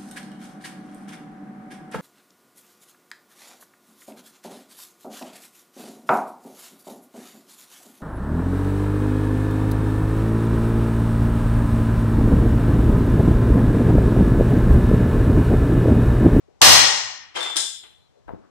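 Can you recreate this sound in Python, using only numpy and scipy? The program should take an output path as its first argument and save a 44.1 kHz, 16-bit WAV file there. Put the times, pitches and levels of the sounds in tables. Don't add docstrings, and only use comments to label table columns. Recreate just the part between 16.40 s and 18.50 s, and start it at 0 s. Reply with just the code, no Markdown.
import sys
import numpy as np
from scipy import signal
from scipy.fft import rfft, irfft, next_fast_len
from scipy.io import wavfile
from scipy.ndimage import uniform_filter1d, minimum_filter1d

SR = 44100
rng = np.random.default_rng(int(sys.argv[2]) if len(sys.argv) > 2 else 0)


def waveform_to_disk(signal):
    frames = np.transpose(np.atleast_2d(signal))
    scaled = np.clip(frames, -1, 1) * 32767
    samples = np.round(scaled).astype(np.int16)
    wavfile.write(sys.argv[1], SR, samples)


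N = 92610

# start_s, level_db
PLATE_HITS = [(0.2164, 4), (0.2247, 2.5), (.246, 3), (.267, 0.5), (.292, -1.5), (.322, -5), (.352, -14.5),
              (.402, -17)]


def amp(db):
    return 10 ** (np.asarray(db) / 20)


def along(points, hz):
    freqs, values = np.transpose(points)
    return np.interp(np.log(hz + 1), np.log(freqs + 1), values)


def clock():
    return np.arange(N) / SR


def unit_energy(x):
    return x / np.sqrt(np.sum(x ** 2, axis=-1, keepdims=True) + 1e-20)


def filtered(x, response):
    size = next_fast_len(x.shape[-1] + 4096, real=True)
    hz = np.fft.rfftfreq(size, 1 / SR)
    return irfft(rfft(x, size) * response(hz), size)[..., :x.shape[-1]]


def convolve(x, ring):
    return signal.fftconvolve(np.atleast_2d(x), np.atleast_2d(ring), axes=1)[:, :N]


def noise(colour):
    white = rng.standard_normal((2, N))
    return np.sqrt(N) * unit_energy(filtered(white, lambda hz: amp(along(colour, hz))))


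def fading(x, t60_s):
    return unit_energy(x * amp(-60 * np.arange(x.shape[-1]) / SR / t60_s))


def dying(x, decay):
    hz, t, spectra = signal.stft(x, SR, nperseg=256)
    spectra *= amp(-60 * t / along(decay, hz)[:, None])
    return unit_energy(signal.istft(spectra, SR, nperseg=256)[1][:, :x.shape[1]])


def dense_modes(colour, peaks=(), width=.01, length_s=1.2):
    hz = np.fft.rfftfreq(2 * int(length_s * SR / 2), 1 / SR)
    resonance_db = sum(lift / (1 + ((hz / centre - 1) / width) ** 2) for centre, lift in peaks)
    phases = np.exp(2j * np.pi * rng.random((2, len(hz))))
    return irfft(amp(along(colour, hz) + resonance_db) * phases)


def ringing(modes, waver_hz):
    t = clock()
    drift = np.cumsum(rng.standard_normal((len(modes), N)), axis=1) * np.sqrt(2 * np.pi * waver_hz / SR)
    return sum(amp(db - 60 * t / t60) * np.sin(2 * np.pi * hz * t + phase)
               for (hz, db, t60), phase in zip(modes, drift))


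def blows(hits, contact_s=.0006):
    force = np.zeros(N + SR)
    t = np.arange(256) / SR
    for start, db in hits:
        spectrum = rfft(rng.standard_normal(len(t)) * np.exp(-t / contact_s))
        burst = irfft(spectrum / np.abs(spectrum)) * np.exp(-t / (10 * contact_s))
        force[int(start * SR):][:len(t)] += amp(db) * unit_energy(burst)
    return force[:N]


def pats(contacts, life_cycles):
    out = np.zeros((2, N))
    for start, db, hz in contacts:
        cycles = np.maximum(clock() - start, 0) * hz
        envelope = cycles * np.exp(-2 * cycles / life_cycles)
        out += amp(db) * unit_energy(np.sin(2 * np.pi * cycles) * envelope)
    return out


def room(x, wet_db, build_s=.008):
    # freq_hz, t60_s
    decay = [(80, 0.27), (300, .38), (1000, 0.37), (3500, 0.58), (8000, 0.51), (14000, 0.27)]
    onset = 1 - np.exp(-clock()[:SR] / build_s)
    tail = dying(rng.standard_normal((2, SR)) * onset, decay)
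    return (x + amp(wet_db) * convolve(x, tail)) / np.hypot(1, amp(wet_db))


def ventilation():
    # freq_hz, level_db
    colour = [(25, -8.5), (75, 6.5), (130, 0.5), (300, -7.5), (700, -9.5), (1500, -17.5), (3700, -24),
              (5400, -12.5), (8000, -20.5), (11000, -40), (15000, -50)]
    return amp(-61) * noise(colour)


def scuffs():
    # peak_s, width_s, level_db, centre_hz
    rubs = [(0.088, 0.0053, -50.5, 450), (0.12, 0.029, -65, 673), (1.779, .022, -59.5, 550),
            (1.889, 0.00703, -46, 1510), (1.901, 0.0115, -39, 650), (1.907, 0.027, -43.5, 85),
            (2.054, 0.039, -61, 340), (2.05, 0.024, -62.5, 1400)]
    friction = np.zeros((2, N))
    for peak, width, db, hz in rubs:
        swell = np.exp(-.5 * ((clock() - peak) / width) ** 2)
        colour = [(hz / 16, -40), (hz / 1.4, 0), (hz, 0), (hz * 2, -22), (hz * 10, -60)]
        friction += amp(db) * swell * noise(colour)
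    return room(friction, wet_db=-5.5)


def footstep(sole_cutoff_hz=1960, slap_db=-33):
    # start_s, level_db, centre_hz
    contacts = [(1.8797, -33, 1000), (1.8826, -14.5, 450), (1.8855, -29, 300), (1.8925, -10, 750),
                (1.9085, -15, 542.5), (1.9352, -4, 207), (1.946, -16, 330)]
    thuds = signal.lfilter(*signal.butter(2, sole_cutoff_hz, fs=SR), pats(contacts, life_cycles=0.41))
    slap_colour = [(500, -4), (2000, 1), (4000, -9), (9000, -10), (14000, -33)]
    slap = fading(dense_modes(slap_colour), t60_s=0.034)
    force = blows([(contacts[0][0], 0), (contacts[3][0], -2)])
    return room(thuds + amp(slap_db) * convolve(force, slap), wet_db=-5.5)


def bumps():
    # start_s, level_db, centre_hz
    contacts = [(.2115, -1, 915), (.632, -18, 105), (.988, -9, 500), (1.155, -12, 310)]
    return room(pats(contacts, life_cycles=4), wet_db=-7)


def hook_note(modes):
    return unit_energy(np.array([ringing(modes, waver_hz=9) for _ in range(2)]))


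def hook():
    # start_s, lowest_note_db, overtones_db
    hits = [(.958, -8, -20), (1.006, 2, -13), (1.028, -6, -11), (1.098, -7, -18), (1.1588, -6, -6),
            (1.1665, 0, 4.5), (1.172, -14.5, -2.5), (1.2005, -6, -6)]
    # pitch_hz, level_db, t60_s
    low_modes = [(3465, -10, .55), (3538, 0, .58)]
    # pitch_hz, level_db, t60_s
    upper_modes = [(3450, 0, .5), (4050, -1, .76)]
    # freq_hz, level_db
    colour = [(500, -35), (2500, -17.5), (3400, 3), (4400, -4), (5200, -3), (6200, -5), (7300, -2),
              (8800, -3), (10000, -13), (11000, -11), (12200, -29), (15000, -26)]
    # centre_hz, lift_db
    peaks = [(4030, 8), (4775, 5), (5120, 11), (7120, 9), (7343, 8), (8560, 8)]
    # freq_hz, t60_s
    decay = [(2500, 0.62), (4000, 0.37), (5200, 0.45), (7300, 0.52), (9000, 0.52), (14000, 0.7)]
    light = blows([(start, db) for start, db, _ in hits])
    hard = blows([(start, db) for start, _, db in hits])
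    low = amp(-.5) * convolve(light, hook_note(low_modes))
    upper = amp(-9) * convolve(hard, hook_note(upper_modes))
    steel = dying(dense_modes(colour, peaks, width=0.0127), decay)
    crack = amp(1) * fading(dense_modes(colour), t60_s=0.055)
    overtones = amp(2.5) * convolve(hard, steel + crack)
    return room(low + upper + overtones, wet_db=-4.5)


def bar(spots=6):
    # start_s, level_db
    hits = [(.944, -18), (.951, -8.5), (.9555, -0.5), (.961, -0.5), (.969, 3.5), (.99, -2), (1.009, -3.5),
            (1.026, -2), (1.045, -3), (1.06, -3), (1.098, -5.5), (1.125, -14.5), (1.157, -5), (1.171, 0),
            (1.19, -8), (1.435, -17.5), (1.455, -30)]
    # freq_hz, level_db
    colour = [(50, -30), (130, -13), (330, -.5), (800, 3.5), (1500, 0), (3000, -1), (5000, -8),
              (10000, -18), (15000, -50)]
    # centre_hz, lift_db
    peaks = [(350, 11), (867, 9), (1176, 10), (1335, 3), (1585, 9), (2060, 11), (3090, 10), (3225, 17)]
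    knocks = np.zeros((2, N))
    for spot in range(spots):
        force = blows(hits[spot::spots])
        ring = fading(dense_modes(colour, peaks, width=0.0084), t60_s=0.17)
        knocks += room(convolve(force, ring), wet_db=-4)
    return amp(.3) * knocks


def frame():
    # pitch_hz, level_db, t60_s
    modes = [(74.4, 1, 0.52), (112, -8, .3), (200.6, -9, .3)]
    pushes = np.zeros(N)
    for start, db in PLATE_HITS:
        pushes[int(start * SR)] = amp(db)
    return amp(-23.5) * convolve(pushes, ringing(modes, waver_hz=.5)) * [[1], [0]]


def chatter(contacts_per_s=200, spread_db=8):
    # time_s, level_db
    settling = [(.22, -13.5), (.33, -18.5), (.45, -37.5), (.6, -46.5)]
    times, levels = np.transpose(settling)
    jitter, strength = rng.random((150, 2)).T
    starts = times[0] + (np.arange(len(jitter)) + jitter) / contacts_per_s
    contact_db = np.interp(starts, times, levels) + spread_db * (strength - .5)
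    return [(start, db) for start, db in zip(starts, contact_db) if start < times[-1]]


def weight_stack(plates=6):
    # freq_hz, level_db
    colour = [(30, -28), (55, -12), (78, 1.5), (160, -2.5), (400, -4), (900, 4), (1400, -4), (2000, -1),
              (4000, 0.5), (5700, 0), (8000, -6.5), (11000, -10.5), (15500, -21.5)]
    # centre_hz, lift_db
    peaks = [(770, 5), (820, 6), (896, 6), (1020, 7), (1274, 6), (1459, 6), (1829, 9.5), (1921, 9.5),
             (2899, 7), (3293, 8), (4205, 11), (5100, 4), (5280, 8), (6298, 5)]
    # freq_hz, t60_s
    decay = [(80, 0.61), (400, 0.64), (900, 0.74), (2000, 0.88), (3900, 0.65), (5500, .79), (7500, 0.72),
             (9500, 0.46), (12000, 0.12)]
    contacts = PLATE_HITS + chatter()
    crash = np.zeros((2, N))
    for plate in range(plates):
        iron = dying(dense_modes(colour, peaks, width=.009), decay)
        crack = amp(-2) * fading(dense_modes(colour), t60_s=0.049)
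        force = blows(contacts[plate::plates])
        crash += room(convolve(force, iron + crack), wet_db=-2.5)
    return amp(22) * crash


def microphones(pair, lag_rad=0.64, lag_corner_hz=80):
    # freq_hz, correlation
    likeness = [(100, 0.99), (350, 0.97), (620, 0.96), (1000, -0.29), (1500, -0.48), (2500, 0.076)]
    # freq_hz, balance_db
    balance = [(80, 1.5), (180, 1), (350, 7), (650, 9), (1000, 7.5), (1800, 2), (3500, 5.5), (7000, 8.5)]
    sides = np.array([[.5], [-.5]])

    def blend(hz):
        angle = np.arccos(np.clip(along(likeness, hz), -1, 1)) / 2
        return np.array([np.cos(angle), np.sin(angle)])

    def placement(hz):
        lag = lag_rad * hz / np.hypot(hz, lag_corner_hz)
        return amp(sides * along(balance, hz)) * np.exp(1j * sides * lag)

    common, apart = filtered(pair, blend)
    return filtered(np.array([common + apart, apart - common]), placement)


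def limiter(x, ceiling=2.1, hold_s=0.004, ramp_samples=64):
    hold = int(hold_s * SR)
    needed = np.minimum(1, ceiling / (np.abs(x) + 1e-9))
    held = minimum_filter1d(needed, hold, axis=1, origin=(hold - 1) // 2 - ramp_samples // 2)
    return x * uniform_filter1d(held, ramp_samples, axis=1)


def suppressor(x, threshold_db=-83):
    # freq_hz, cut_db
    cuts = [(3800, 0), (5200, 12), (9000, 10), (11000, 0)]
    hz, _, spectra = signal.stft(x, SR, nperseg=512)
    density = np.mean(np.abs(spectra) ** 2, axis=0) * 2 / (1.5 * hz[1])
    smoothed = uniform_filter1d(uniform_filter1d(density, size=13, axis=0), size=5, axis=1)
    closed = 1 / (1 + (smoothed / amp(threshold_db) ** 2) ** 2)
    gain = amp(-closed * along(cuts, hz)[:, None])
    return signal.istft(spectra * gain, SR, nperseg=512)[1][:, :N]


def scene():
    machine = bumps() + weight_stack() + frame() + bar() + hook()
    return microphones(machine + footstep() + scuffs() + ventilation())


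def record(dry, clip_level=0.74, top_hz=15500):
    x = suppressor(limiter(dry))
    clipped = x / (1 + np.abs(x / clip_level) ** 6) ** (1 / 6)
    return filtered(clipped, lambda hz: 1 / (1 + (hz / top_hz) ** 120))


dry = scene()
out = record(dry)
waveform_to_disk(out)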